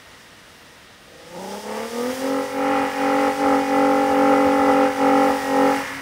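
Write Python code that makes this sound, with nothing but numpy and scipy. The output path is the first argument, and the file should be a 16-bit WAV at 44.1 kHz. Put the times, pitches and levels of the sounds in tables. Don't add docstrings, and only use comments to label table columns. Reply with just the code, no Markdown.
import sys
import numpy as np
from scipy import signal
from scipy.fft import rfft, irfft, next_fast_len
from scipy.io import wavfile
from scipy.ndimage import uniform_filter1d, map_coordinates

SR = 44100
rng = np.random.default_rng(int(sys.argv[2]) if len(sys.argv) > 2 else 0)


def digitize_waveform(pressure):
    field = np.atleast_2d(pressure).T
    bounded = np.clip(field, -1, 1)
    quanta = np.round(bounded * 32767).astype(np.int16)
    wavfile.write(sys.argv[1], SR, quanta)


N = 265041
T = np.arange(N) / SR

# time in seconds, level in dB.
STUMBLES = [(1.54, -42), (1.71, -43), (2.76, -34.5), (2.825, -34.5), (3.28, -29.5), (3.465, -28),
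            (3.535, -29.5), (4.115, -31), (4.335, -26), (4.475, -26.5), (4.61, -28), (4.7, -24.5),
            (5.305, -28.5)]
CYLINDERS = [9.5, -19, 5, -19, -45, 15.5]


def exhaust(speed, cycle, count, load_db, duck_db, flare_s=0.01):
    # time in seconds, then body, bark and rasp in dB.
    tone = [(1.2, 9, -4, -24), (1.4, 2, 1, -32), (1.55, 3, 1.5, -23), (1.82, 5.5, 0.5, -4),
            (2.02, 2, -10.5, -8.5), (2.22, 1.5, -7, -16), (2.36, 0.5, -6, -6), (2.75, 0.5, 1, -4.5),
            (4.5, 0, -1.5, -7.5), (4.72, 1, 0, -5), (5.18, 0, 0, -6), (5.66, -0.5, -1.5, -7.5),
            (5.82, 1.5, 5, -3), (5.91, -11, -27, -8)]
    body, bark, edge = curves(tone)
    flare_db = 2 * sum(np.exp(-.5 * ((T - s) / flare_s) ** 2) for s, _ in STUMBLES)
    boom_db = load_db - duck_db
    body_db = load_db + body - 0.96 * duck_db
    bark_db = load_db + bark - 0.73 * duck_db + flare_db
    rasp_db = load_db + edge - 11 * np.tanh(duck_db / 4.5) + flare_db
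    accent_db = -0.14 * wobble(47)
    registers = [boom_db + accent_db / 2, body_db + accent_db,
                 bark_db + accent_db, rasp_db - 1 + 2 * accent_db]
    return drone(speed, cycle, registers) + rasp(cycle, count, rasp_db) + stumble(cycle, count, boom_db)


def drone(speed, cycle, registers, lugging_speed=37, full_speed=46.6, shimmer_db=0.8, dispersion=.33):
    # multiple of the cycle rate, relative dB lugging and at full revs.
    orders = [(3, -16, -16), (4, -21, -13.5), (5, -22, -8), (6, 10, 2), (7, -6, -24), (8, -13, -42),
              (9, -11, 6.5), (10, -29, -5), (11, -10, 0.5), (12, 2, 0.5), (13, -15, -17), (14, -9.5, -8),
              (15, -18, -20), (16, -33, -29.5), (17, -21, 2.5), (18, -4.5, -4.5), (19, -16.5, -12.5),
              (20, -10, -31), (21, -19, -2.5), (22, -24, -23), (23, -9, 5.5), (24, -23, -10), (25, -6, -18),
              (26, -5, -6.5), (27, -29, -2), (28, -37, -2), (29, -4, 2), (30, -29, -6.5), (31, 2, -11.5)]
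    orders = np.array(orders, float)
    multiples, levels = np.round(orders[:, 0]), orders[:, 1:]
    slow = slice(None, None, SR // 400)
    hz = multiples[:, None] * speed[slow]
    reached = np.maximum.accumulate(speed[slow])
    gains = amp([np.interp(reached, [lugging_speed, full_speed], row) for row in levels]) * abs(pipe(hz))
    above = [1 / (1 + (edge_hz / hz) ** 24) for edge_hz in (350, 700, 1000)]
    shares = -np.diff([np.ones_like(hz), *above, np.zeros_like(hz)], axis=0)
    sizes = sum(amp(db[slow]) * gains * share * share.max(axis=0) / np.linalg.norm(gains * share, axis=0)
                for db, share in zip(registers, shares))
    shimmer = unit(uniform_filter1d(rng.standard_normal(sizes.shape), size=14, axis=1))
    sizes = sizes * amp(shimmer_db * shimmer)
    flutter_cycles = np.interp(T, [1.25, 1.35, 1.7, 1.95], [0.0012, 0.0083, 0.0083, 0.0012])
    phase = 2 * np.pi * (cycle + flutter_cycles * wobble(60))
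    smear = np.cumsum(dispersion * np.minimum(multiples, 4 * len(CYLINDERS)))
    lags = np.angle(pipe(multiples * full_speed)) - smear
    return np.sqrt(2) * sum(np.interp(T, T[slow], size) * np.sin(k * phase + lag)
                            for k, size, lag in zip(multiples, sizes, lags))


def rasp(cycle, count, rasp_db):
    # frequency in Hz, relative level in dB.
    spectrum = [(500, -49), (900, -12.5), (1060, 52.5), (1170, -0.5), (1330, 15), (1430, -27), (1500, 1),
                (1750, 11), (2050, 1), (2600, -23), (4000, -38)]
    sizes = amp(np.resize(CYLINDERS, count) + 0.4 * rng.standard_normal(count))
    return amp(rasp_db - 12.5) * coloured(firings(cycle - .3, sizes, jitter=0.0013), spectrum)


def stumble(cycle, count, boom_db, width_s=0.016, thud_db=-15):
    # frequency in Hz, relative level in dB.
    thud = [(35, -48), (60, 7), (85, 25), (120, -21), (170, -25), (500, -45)]
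    sizes = np.tanh(2 * rng.standard_normal(count))
    uneven = unit(filtered(firings(cycle, sizes, jitter=0.08), pipe))
    blats = sum(amp(db) * np.exp(-.5 * ((T - s) / width_s) ** 2) for s, db in STUMBLES)
    roughness = amp(boom_db + np.interp(T, [1.8, 2.05], [-6, -28]))
    return uneven * (blats + roughness) + amp(thud_db) * blats * noise(thud)


def pipe(hz, gap_hz=771.3, gap_width_hz=48, gap_db=-27):
    # centre in Hz, width in Hz, gain in dB.
    resonances = [(84.97, 53, -21.5), (266.3, 100, -16), (515, 45, 0.5), (858, 94, -10.5), (1187, 112, -7),
                  (1316, 316, -11)]
    def ring(centre, width):
        return 1j * hz * width / (centre ** 2 - hz ** 2 + 1j * hz * width)
    peaks = sum((-1) ** k * amp(db) * ring(centre, width)
                for k, (centre, width, db) in enumerate(resonances))
    return peaks * (1 - (1 - amp(gap_db)) * ring(gap_hz, gap_width_hz))


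def firings(cycle, sizes, jitter):
    due = (np.arange(len(sizes)) + jitter * rng.standard_normal(len(sizes))) / len(CYLINDERS)
    at = np.interp(due, cycle, np.arange(N))
    taps = at.astype(int)[:, None] + np.arange(-7, 9)
    offset = taps - at[:, None]
    pulses = sizes[:, None] * np.sinc(offset) * np.cos(np.pi * offset / 16) ** 2
    return np.bincount(np.clip(taps, 0, N - 1).ravel(), pulses.ravel(), N)


def crank_speed(sag=0.9, recover_s=0.07):
    # time in seconds, four-stroke cycles per second.
    revs = [(1.1, 25.1), (1.26, 27.1), (1.55, 34.4), (1.65, 35.3), (1.84, 38.15), (2.01, 40.1),
            (2.13, 43.2), (2.33, 45.75), (2.57, 45.9), (2.72, 47.35), (2.95, 46.25), (3.24, 47.3),
            (3.46, 47.4), (3.66, 46.6), (4.04, 47.1), (4.66, 47.25), (4.86, 46.85), (5.0, 45.95),
            (5.26, 46.9), (5.52, 45.65), (5.74, 46.35), (5.85, 45.1), (6.0, 45.5)]
    sags = sum(np.interp(T - s, [-.02, .012], [0, 1]) * np.exp(-np.maximum(T - s, 0) / recover_s)
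               for s, _ in STUMBLES)
    return curves(revs)[0] - sag * sags


def pitching():
    # centre in seconds, half-length in seconds, depth in dB.
    ducks = [(1.624, 0.032, 9), (1.906, 0.04, 9), (2.17, 0.046, 9), (2.5, 0.064, 10.5), (2.932, 0.062, 12),
             (3.357, 0.048, 12), (3.662, 0.053, 8), (4.085, 0.064, 3.5), (4.945, 0.056, 15),
             (5.425, 0.1, 13)]
    return sum(db * np.exp(-abs((T - s) / half) ** 1.9) for s, half, db in ducks)


def engine_bay(speed, cycle, count, duck_db, beat=0.061, clatter_db=-8, roar_db=-4):
    # time in seconds, level in dB.
    level = [(0.5, -49.5), (1.05, -57), (1.45, -43.5), (1.82, -36.5), (2.42, -34.5), (2.74, -29),
             (4.1, -30), (4.7, -28.5), (5.8, -29.5), (6.01, -33.5)]
    # frequency in Hz, relative level in dB.
    spectrum = [(400, -60), (900, 3), (1300, 1), (1750, 2), (1900, 4), (2030, 3), (2350, -1.5), (2600, -7),
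                (2850, -2.5), (3400, -17), (4500, -18), (8000, -80)]
    # multiple of the cycle rate, dB against the bay.
    accessories = [(33, -16.5), (37, -15), (43, -11), (47, -17.5), (53, -18)]
    beating = 1 + beat * np.cos(2 * np.pi * len(CYLINDERS) * cycle)
    roar = coloured(rng.standard_normal(N) * beating, spectrum)
    sizes = amp(np.resize(CYLINDERS[::-1], count) / 2 + .5 * rng.standard_normal(count))
    clatter = coloured(firings(cycle + .3, sizes, jitter=0.001), spectrum)
    tones = sum(amp(db) * whine(k * speed) for k, db in accessories)
    tones *= np.interp(speed, [43, 46.8], [0, 1])
    bay_db = curves(level)[0] - 0.23 * duck_db
    return amp(bay_db) * (amp(roar_db + 1.5 * wobble(7.4)) * roar + amp(clatter_db) * clatter + tones)


def drivetrain():
    # time in seconds, pitch in Hz, level in dB.
    glide = [(1.1, 1750, -85), (2.4, 1800, -60), (3.2, 1930, -39), (3.6, 1860, -53), (4.8, 1870, -57),
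             (5.2, 1930, -42), (5.5, 1885, -39), (5.8, 1810, -40), (6.01, 1660, -44)]
    hz, db = curves(glide)
    return amp(db) * whine(hz, waver_hz=8.2)


def snow(clumping_db=0.5, knee_db=-40.5):
    # time in seconds, level in dB.
    level = [(0.5, -54), (1.05, -56), (1.27, -51.5), (1.53, -41.5), (1.65, -43.5), (2.16, -38),
             (2.55, -43.5), (3.2, -41), (4.35, -42), (5.05, -41.5), (5.36, -38.5), (5.55, -40.3),
             (5.78, -38.5), (6.0, -44.5)]
    # frequency in Hz, relative level in dB.
    clump_hiss = [(1940, -12.5), (3300, -1), (4150, -7), (4810, -1), (5560, -1.5), (7110, -7.5), (9680, -8),
                  (11500, -20.5), (15000, -42), (22000, -120)]
    powder_hiss = [(6000, -16), (9500, -1), (11000, -3.5), (12000, -3.5), (14000, -0.5), (16000, -2.5)]
    spray_db, = curves(level)
    powder_db = spray_db - 7.5 + 0.98 * np.maximum(spray_db - knee_db, 0)
    clumps = rng.standard_normal(N) * amp(clumping_db * wobble(900))
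    spray = amp(spray_db + 0.62 * wobble(25)) * coloured(clumps, clump_hiss)
    return spray + amp(powder_db + 0.74 * wobble(17)) * noise(powder_hiss)


def rumble(load_db, idle_db=-61.5, reference_db=-22):
    # frequency in Hz, relative level in dB.
    spectrum = [(25, -51), (37, -5), (47, -11), (90, -6), (160, -6), (350, -11), (700, -7.5), (1500, -27),
                (3000, -34)]
    reached_db = np.maximum.accumulate(load_db) - reference_db
    return np.hypot(amp(idle_db), amp(-45 + 0.81 * reached_db)) * noise(spectrum)


def tree_echo(x, t60_s=0.49, build_s=0.16, dull_hz=2500, level_db=-18):
    t = T[:SR]
    tail = rng.standard_normal(SR) * amp(-60 * t / t60_s) * (1 - np.exp(-(t / build_s) ** 2))
    echo = signal.fftconvolve(x, tail / np.linalg.norm(tail))[:N]
    return amp(level_db) * filtered(echo, lambda hz: 1 / (1 + 1j * hz / dull_hz))


def ambience(rush_db=-48):
    # frequency in Hz, relative level in dB.
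    spectrum = [(15, -37), (25, 2), (70, -1.5), (174, -0.5), (324, -1), (425, -6), (461, -1.5), (500, -2),
                (1120, -8), (1220, -5.5), (1510, -6.5), (1930, -4), (2200, -8.5), (3780, -9),
                (15800, -50.5)]
    # pitch in Hz, level in dB.
    hums = [(474, -66), (1238, -67), (1863, -63), (2794, -67)]
    rush = amp(rush_db + 0.68 * wobble(3)) * noise(spectrum)
    return rush + sum(amp(db) * whine(hz) for hz, db in hums)


def whine(hz, waver_hz=3):
    phase = 2 * np.pi * np.cumsum(hz + waver_hz * wobble(25)) / SR
    return np.sqrt(2) * np.sin(phase) * amp(2.46 * wobble(9.6))


def amp(db):
    return 10 ** (np.asarray(db) / 20)


def unit(x):
    return x / np.sqrt(np.mean(x ** 2) + 1e-20)


def curves(rows):
    times, *columns = np.transpose(rows)
    return [np.interp(T, times, column) for column in columns]


def wobble(rate):
    return map_coordinates(rng.standard_normal(int(N * rate / SR) + 4), [T * rate])


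def filtered(x, response):
    size = next_fast_len(N + SR // 2)
    return irfft(rfft(x, size) * response(np.fft.rfftfreq(size, 1 / SR)), size)[:N]


def coloured(x, points):
    point_hz, point_db = np.transpose(points)
    def response(hz):
        gain = amp(np.interp(np.log(hz + 1), np.log(point_hz + 1), point_db))
        mirrored = np.log(np.r_[gain, gain[-2:0:-1]])
        phase = -signal.hilbert(mirrored).imag[:len(gain)]
        return gain * np.exp(1j * phase)
    return unit(filtered(x, response))


def noise(points):
    return coloured(rng.standard_normal(N), points)


def scene():
    # seconds, level in dB.
    load = [(1.06, -60.5), (1.3, -51.5), (1.37, -40), (1.84, -35.5), (2.0, -28.5), (2.4, -25.5),
            (2.8, -25.5), (3.45, -22.5), (4.0, -21.5), (4.32, -20), (4.56, -22.5), (4.8, -21),
            (5.66, -19.5), (5.74, -26), (5.83, -41), (5.91, -38), (6.0, -41)]
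    load_db, = curves(load)
    speed = crank_speed()
    cycle = np.cumsum(speed) / SR
    count = int(cycle[-1] * len(CYLINDERS))
    duck_db = pitching()
    throttle = np.interp(T, [1.02, 1.14], [0, 1])
    drive = exhaust(speed, cycle, count, load_db, duck_db) + drivetrain()
    truck = throttle * drive + engine_bay(speed, cycle, count, duck_db) + rumble(load_db)
    background = ambience()
    return (truck + tree_echo(truck) + snow() + background)[None]


def record(dry, low_hz=35, top_hz=15750):
    def response(hz):
        return (hz < top_hz) * hz ** 4 / (hz ** 4 + low_hz ** 4)
    return np.array([filtered(x, response) for x in dry])


dry = scene()
out = record(dry)
digitize_waveform(out)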